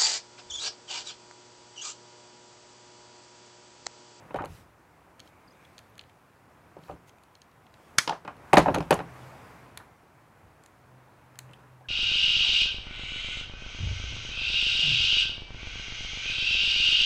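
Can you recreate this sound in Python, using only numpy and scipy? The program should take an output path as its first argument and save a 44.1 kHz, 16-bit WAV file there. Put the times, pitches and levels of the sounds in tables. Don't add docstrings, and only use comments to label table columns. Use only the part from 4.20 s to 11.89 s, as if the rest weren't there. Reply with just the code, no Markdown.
import sys
import numpy as np
from scipy import signal
from scipy.io import wavfile
from scipy.ndimage import uniform_filter1d, minimum_filter1d

SR = 44100
rng = np.random.default_rng(int(sys.argv[2]) if len(sys.argv) > 2 else 0)


def log_audio(samples):
    frames = np.atleast_2d(samples).T
    limited = np.clip(frames, -1, 1)
    pcm = np.round(limited * 32767).astype(np.int16)
    wavfile.write(sys.argv[1], SR, pcm)


def attenuation_scalar(level_db):
    decades = np.asarray(level_db, float) / 20
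    return 10 ** decades


N = 338959


def read(points, hz):
    f, value = np.transpose(points)
    return np.interp(np.log(hz + 1), np.log(f + 1), value)


def curve(points):
    s, db = np.transpose(points)
    return attenuation_scalar(np.interp(np.arange(N) / SR, s, db))


def swells(rows):
    t = np.arange(N) / SR
    power = np.zeros(N)
    for middle, length, db in rows:
        phase = np.pi * np.clip((t - middle) / length, -.5, .5)
        power += attenuation_scalar(2 * db) * np.cos(phase) ** 4
    return power


def add(mix, s, sound):
    part = mix[round(s * SR):][:len(sound)]
    part += sound[:len(part)]


def noise(shape, patchy_db):
    a, b, patches = rng.standard_normal((N // 256 + 5, 513, 3)).T
    patches = uniform_filter1d(patches, size=12, axis=0)
    patches = uniform_filter1d(patches, size=12, axis=1)
    shape_db = read(shape, np.fft.rfftfreq(1024, 1 / SR))[:, None]
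    spectra = (a + 1j * b) * attenuation_scalar(shape_db + patchy_db * patches / patches.std())
    x = signal.istft(spectra, nperseg=1024, noverlap=768)[1][:N]
    return x / x.std()


def ring(modes, peak_hz, below_db, above_db, damping, minor_db, rise, detune, count):
    hz, db, t60 = np.transpose(modes)
    place, phase = rng.random((2, count + len(hz)))
    crowd_place = (np.arange(count) + place[:count]) / count
    crowd = hz[0] * (hz[-1] / hz[0]) ** crowd_place ** .8
    db = np.r_[read(np.c_[hz, db], crowd) + minor_db, db]
    t60 = np.r_[read(np.c_[hz, t60], crowd), t60] / np.clip(damping, .2, 5)
    hz = hz * (1 + detune * (place[count:] - .5))
    hz[abs(np.log(hz / peak_hz)).argmin()] = peak_hz
    hz = np.r_[crowd, hz]
    octaves = np.log2(hz / peak_hz)
    db -= np.maximum(-max(below_db, 0) * octaves, max(above_db, 0) * octaves)
    pole = (2j * np.pi * hz - np.log(1000) / t60) / SR
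    blocks, within = np.arange(0, t60.max() * SR, 128), np.arange(128)
    starts = attenuation_scalar(db) * np.exp(2j * np.pi * phase + blocks[:, None] * pole)
    sound = (starts @ np.exp(pole[:, None] * within)).imag.ravel()
    t = np.arange(len(sound)) / SR
    sound *= (1 - np.exp(-t / rise)) ** 2
    return sound / np.sqrt(4 * uniform_filter1d(sound ** 2, size=220).max())


def hiss():
    # f/Hz, relative level/dB per Hz
    hiss_shape = [(1000, -20), (3000, -1), (9200, -1), (9900, 2), (10600, -2), (13000, -1), (16000, -2)]
    return attenuation_scalar(-77.5) * noise(hiss_shape, patchy_db=0.1)


def air():
    # f/Hz, relative level/dB per Hz
    air_shape = [(20, -53.5), (45, -15), (75, -1), (124, 3), (180, -4), (300, -4), (420, -6), (950, -4.5),
                 (1500, -9.5), (2000, -13.5), (2550, -17.5), (3100, -25), (4200, -31), (9000, -34.5),
                 (16000, -45)]
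    # t/s, level/dB
    air_level = [(0, -51.5), (.5, -59), (1.45, -57), (2, -59.5), (2.6, -57.5), (3.2, -60), (3.6, -57.5),
                 (3.75, -54), (4, -57.5), (4.3, -49.5), (5.1, -48.5), (5.6, -53.5), (5.75, -58.5),
                 (7.1, -58), (7.4, -55.5), (7.69, -61)]
    return curve(air_level) * noise(air_shape, patchy_db=.6)


def hum():
    # middle t/s, length t/s, level/dB
    hum_rows = [(4.95, 0.84, -51), (5.45, .2, -61), (6.75, 0.45, -57.5), (7.05, 0.3, -62),
                (7.26, 0.42, -52), (7.55, .5, -56), (7.7, 0.083, -48)]
    hum_hz = 127
    return np.sqrt(2 * swells(hum_rows)) * np.sin(2 * np.pi * hum_hz * np.arange(N) / SR)


def thuds():
    # t/s, level/dB, length t/s (the swell peaks after a third of it)
    pushes = [(0.134, -46, 0.21), (.3, -49.5, 0.033), (1.814, -57.5, 0.048), (2.685, -49.5, 0.085),
              (3.771, -49, 0.037), (4.328, -46.5, 0.23), (4.46, -36, 0.13), (4.685, -59, 0.11),
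              (5.497, -59.5, 0.17), (6.22, -57, 0.12), (6.629, -59, 0.059)]
    # f/Hz, relative level/dB per Hz
    rumble_shape = [(25, -30.5), (50, -6), (75, -1), (110, -2.5), (160, -12), (300, -51), (16000, -120)]
    swell, t = np.zeros(N), np.arange(SR // 2) / SR
    for s, db, length in pushes:
        u = 3 * t / length
        add(swell, s, attenuation_scalar(db) * u * np.exp(1 - u))
    return swell * noise(rumble_shape, patchy_db=-0.5)


def rustle():
    # middle t/s, length t/s, level/dB
    strokes = [(.05, .5, -76), (.35, .26, -60), (1.07, .12, -67), (1.5, .8, -72), (2.68, .25, -66),
               (2.885, .05, -62), (3.68, .45, -69), (4.5, .9, -63.5), (5, .5, -64), (5.25, .9, -66),
               (5.61, .08, -79)]
    # f/Hz, relative level/dB per Hz
    cloth_shape = [(1000, -38), (2000, -5), (3500, -7.5), (6000, -11.5), (9000, -14), (12000, -15),
                   (16000, -21)]
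    rest_db = -76.5
    power = attenuation_scalar(2 * rest_db) + swells(strokes)
    return np.sqrt(power) * noise(cloth_shape, patchy_db=2)


def tube_rubs():
    # middle t/s, length t/s, level/dB
    rubs = [(1.15, 0.37, -72), (1.42, .35, -66.5)]
    # f/Hz, relative level/dB per Hz
    rub_shape = [(1500, -42), (2200, 1), (2400, 2), (2650, -10), (3600, -40)]
    return np.sqrt(swells(rubs)) * noise(rub_shape, patchy_db=2)


def squeaks():
    # t/s, level/dB, starting f/Hz before waver, glide as a frequency factor, length t/s
    slides = [(0.135, -57, 3050, .99, 0.055), (1.274, -58, 5200, 0.82, 0.017),
              (1.303, -61, 5100, .96, .014), (1.318, -68, 6800, 0.81, .014),
              (1.446, -55, 3330, 1.03, 0.011), (1.69, -70, 12200, .94, .02),
              (7.332, -48.5, 2500, 1.43, 0.013), (7.642, -57, 1700, 1.01, 0.011),
              (7.654, -49.5, 1590, 1.02, 0.0087)]
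    out = np.zeros(N)
    for s, db, hz, glide, length in slides:
        u = np.linspace(0, 1, round(length * SR))
        waver = 1 + .15 * uniform_filter1d(rng.standard_normal(4000), size=60)[:len(u)]
        cycles = np.cumsum(hz * glide ** u * waver) / SR
        add(out, s, attenuation_scalar(db) * np.sin(np.pi * u) * np.sin(2 * np.pi * cycles))
    return out


def knocks():
    # t/s, level/dB, crack level/dB relative to the blow, brightest f/Hz, fall away from it/dB per octave
    blows = [(0.107, -35, -31.5, 900, 2), (0.144, -20, -28, 655, 6), (0.158, -25.5, -25, 604, 2),
             (0.187, -25.5, -34, 1265, 22), (0.193, -28, -34, 1150, 6), (0.205, -28, -33, 400, 4),
             (.220, -27.5, -36, 830, 11), (0.239, -26.5, -25, 790, 6), (0.28, -42, -23, 164.4, 15),
             (2.567, -33.5, -29, 510, 12), (2.589, -41, -18, 200.6, 11), (2.683, -42, -36, 1020, 8),
             (2.689, -39, -37, 1100, 11), (2.696, -28.5, -34, 666, 9), (2.714, -36, -29, 304, 10),
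             (3.876, -19.5, -1, 900, 7), (3.894, -16.5, -7, 900, 7), (3.907, -19.5, -37, 840, 26),
             (3.924, -23, -34, 1000, 6), (4.049, -34, -15, 886, 2), (4.077, -27, -13, 1076, 5),
             (4.3292, -27, -31.5, 1200, 7), (4.331, -0.5, -27, 750, 3.5), (4.341, -14, -6.5, 290, 3.5),
             (4.370, -5, -9, 1500, 6.5), (4.373, -0.5, -17, 566, 6), (4.379, -4, -13.5, 720, 8.5),
             (4.384, -24, -16, 747, 14.5), (4.397, -18, -28, 500, 1.5), (4.459, -12, -40, 670, 6),
             (4.467, -16, -40, 720, 8), (4.481, -17.5, -33, 1080, 7), (4.485, -9.5, -35, 555, 6),
             (4.504, -17, -32, 282, 11), (4.542, -17.5, -14.5, 839, 2), (4.56, -18.5, -19, 627, 6),
             (4.576, -16.5, -33, 400, 16), (4.605, -19.5, -16, 344.7, 5), (4.626, -32, -10, 334, 4.5),
             (4.707, -6.5, -15, 616, 3), (4.718, -9.5, -29.5, 670, 4), (4.726, -10.5, -16, 592, 3.5),
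             (4.79, -24, -15.5, 670, 4), (4.802, -24, -30, 790, 1), (5.6, -40.5, -16, 1386, 18),
             (7.292, -45.5, -19.5, 900, -1), (7.609, -44.5, -23, 735, 8)]
    # f/Hz, relative level/dB, t60/s before damping
    top_modes = [(150.8, -5.5, 0.18), (168, -7, 0.36), (239, -23, 0.085), (290, -5.5, 0.11),
                 (402, -18.5, 0.23), (424, -8.5, 0.078), (496, 0.5, 0.023), (582, -3, 0.084),
                 (690, -14, 0.053), (735, -2.5, 0.07), (790, -5.5, 0.12), (900, 0, 0.04), (1000, -5, 0.073),
                 (1220, -9.5, .08), (1396, -7.5, 0.078), (1500, -11.5, 0.092), (1806, 1.5, 0.017),
                 (1960, -12.5, 0.039), (2097, -12, 0.057), (2180, -7.5, 0.04), (2488, -5, 0.048),
                 (2730, -10.5, 0.054), (3004, -17, 0.14), (3450, -33, 0.059), (3800, -13, 0.043),
                 (4325, -31.5, .04), (5100, -41, .04)]
    full_damping, damping_db_per_db = 1.59, 0.1053
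    soft_fall_db_per_db = 0.07

    t = np.arange(900) / SR
    band = signal.butter(1, [2300, 4210], "band", fs=SR, output="sos")
    treble_cut = signal.butter(2, 6000, fs=SR, output="sos")
    cracks = signal.sosfilt(np.r_[band, treble_cut], rng.standard_normal((len(blows), len(t))))
    cracks *= attenuation_scalar(-60 * t / 0.024) * (1 - np.exp(-t / 0.00034))

    out = np.zeros(N)
    for (s, db, crack_db, hz, fall_db), crack in zip(blows, cracks):
        damping = full_damping * attenuation_scalar(damping_db_per_db * db)
        above_db = fall_db - soft_fall_db_per_db * crack_db
        blow = ring(top_modes, hz, fall_db, above_db, damping,
                    minor_db=-4.0, rise=0.00042, detune=0.03, count=60)
        add(out, s, attenuation_scalar(db) * blow)
        crack_peak = np.sqrt(4 * uniform_filter1d(crack ** 2, size=100).max())
        add(out, s, attenuation_scalar(db + crack_db) * crack / crack_peak)
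    return out


def ticks():
    # t/s, level/dB, brightest f/Hz, fall above it/dB per octave
    contacts = [(0.143, -42, 2900, 4), (0.1606, -42, 2300, 1), (0.1687, -44, 2300, 3),
                (0.1774, -48, 2300, 4), (0.2203, -43, 2300, 4), (0.2486, -46, 7200, 5),
                (0.256, -38.5, 4200, 1), (0.9948, -43, 3900, 6), (1.0014, -37.5, 4300, 9),
                (1.075, -50, 3800, 14), (1.4506, -49.5, 3430, 3), (1.5704, -60, 2920, 6),
                (1.5803, -38.5, 4320, 8), (1.5893, -42, 3590, 3), (1.754, -56, 4550, 3.5),
                (1.7793, -42.5, 3320, 0), (1.7928, -33, 3410, 20), (1.8113, -44, 3170, 5),
                (1.8372, -50, 2860, 15), (1.8956, -52, 3140, 8.9), (2.6364, -51, 3230, 10),
                (2.711, -49.5, 2700, 12), (2.8936, -48.5, 3820, 9), (2.984, -56, 2740, 7),
                (3.035, -52.5, 6440, 2), (3.1524, -46, 4150, 15), (3.2174, -44, 4750, 14),
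                (3.3144, -62, 4200, 14), (3.466, -51.5, 2680, 9.9), (3.5402, -47, 3300, 10),
                (4.167, -53, 7450, -1), (4.3321, -20.5, 7650, 3.5), (4.339, -25, 6850, 4),
                (4.356, -33, 7200, 3), (4.3705, -23, 5200, 1.5), (4.3765, -24, 8000, 1.5),
                (4.3824, -19, 7370, 8), (4.3905, -30, 9000, 3), (4.4, -33, 7500, 4),
                (4.5456, -22.5, 2830, -0.3), (4.5525, -27.5, 2860, 4.5), (4.584, -31.5, 2750, 5),
                (4.6076, -42, 2580, 0), (4.7078, -22, 9900, 7.5), (4.714, -25.5, 8800, -1),
                (4.7324, -33, 7200, 11), (4.7257, -20.5, 2860, 16), (4.7415, -29, 9600, 9),
                (5.5739, -30, 7020, 1.5), (6.4368, -50, 7340, 6), (6.4606, -45.5, 6960, 4),
                (7.156, -49, 2580, 4), (7.1893, -32, 4250, 2), (7.1888, -32.5, 11850, 3),
                (7.3115, -56, 3070, -5), (7.3337, -44, 2860, 5)]
    # f/Hz, relative level/dB, t60/s before damping
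    fitting_modes = [(1000, 2.5, 0.017), (1800, 5, 0.011), (2320, -0.5, 0.015), (3170, 6.5, 0.0076),
                     (4216, 3, 0.0084), (5400, -3, 0.0056), (6510, 9, 0.0047), (8290, 9.5, 0.0031),
                     (10020, -0.5, 0.0082), (11310, 0, 0.0079), (14000, -8, .007), (15680, -9, 0.0064)]
    out = np.zeros(N)
    for s, db, hz, above_db in contacts:
        below_db = 1 + 1.4 * above_db
        tick = ring(fitting_modes, hz, below_db, above_db, damping=0.72,
                    minor_db=-3.5, rise=0.00054, detune=0.068, count=60)
        add(out, s, attenuation_scalar(db) * tick)
    return out


def snap():
    # t/s, level/dB
    slips = [(3.781, -31), (3.7834, -14.5), (3.7842, -3.5), (3.7858, -12.5)]
    # f/Hz, relative level/dB, t60/s before damping
    collar_modes = [(178.4, -13.5, 0.0098), (500, -8, 0.0059), (950, -22, 0.0088), (1290, -8.5, 0.034),
                    (1740, -3, 0.034), (2250, -5.5, 0.029), (2700, -6, 0.017), (3140, -3.5, 0.028),
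                    (3537, -7.5, .02), (4350, -2, .017), (5175, -5, 0.03), (5960, -2, 0.013),
                    (6650, -3, .015), (8100, -6, .013), (9650, -6, .015), (10940, -12, 0.015),
                    (12800, -15, .012), (15170, -29.5, .011)]
    out = np.zeros(N)
    for s, db in slips:
        slip = ring(collar_modes, 1712, 0, 0, damping=0.96,
                    minor_db=-11, rise=0.00034, detune=0.0067, count=200)
        add(out, s, attenuation_scalar(db) * slip)
    return out


def room(x):
    # f/Hz, t60/s
    room_t60 = [(150, .25), (400, 0.14), (1000, .18), (2800, 0.19), (7000, 0.25), (14000, 0.3)]
    hz, t, z = signal.stft(x, SR, nperseg=256, noverlap=192)
    power = uniform_filter1d(abs(z) ** 2, size=3, axis=0)
    keep = attenuation_scalar(-120 * t[1] / read(room_t60, hz))
    power = np.array([signal.lfilter([1 - k], [1, -k], p) for k, p in zip(keep, power)])
    a, b = rng.standard_normal((len(t), len(hz), 2)).T
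    tail_spectra = np.sqrt(abs(power)) * (a + 1j * b)
    tail = signal.istft(tail_spectra, SR, nperseg=256, noverlap=192)[1]
    return np.r_[np.zeros(300), tail][:N]


def scene():
    low, high, loud = knocks(), ticks() + squeaks(), snap()
    wet = room(attenuation_scalar(-5.5) * low + attenuation_scalar(-12.5) * high + attenuation_scalar(-11.5) * loud)
    friction = rustle() + tube_rubs()
    background = air() + hiss() + hum() + thuds()
    return (low + high + loud + wet + friction + background)[None]


def low_pass(x):
    return signal.sosfilt(signal.butter(12, 16460, fs=SR, output="sos"), x)


def record(dry):
    bass_cut = signal.sosfilt(signal.butter(3, 42, "high", fs=SR, output="sos"), dry)
    headroom = np.minimum(1, .85 / (abs(bass_cut) + 1e-9))
    headroom = minimum_filter1d(headroom, size=180)
    gain = uniform_filter1d(uniform_filter1d(headroom, size=90), size=90)
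    limited = bass_cut * gain
    edge = signal.firwin(255, 15900, window=("kaiser", 8), fs=SR)
    finished = signal.oaconvolve(limited, edge[None], "same")
    return low_pass(finished)


dry = scene()
out = record(dry)
log_audio(out)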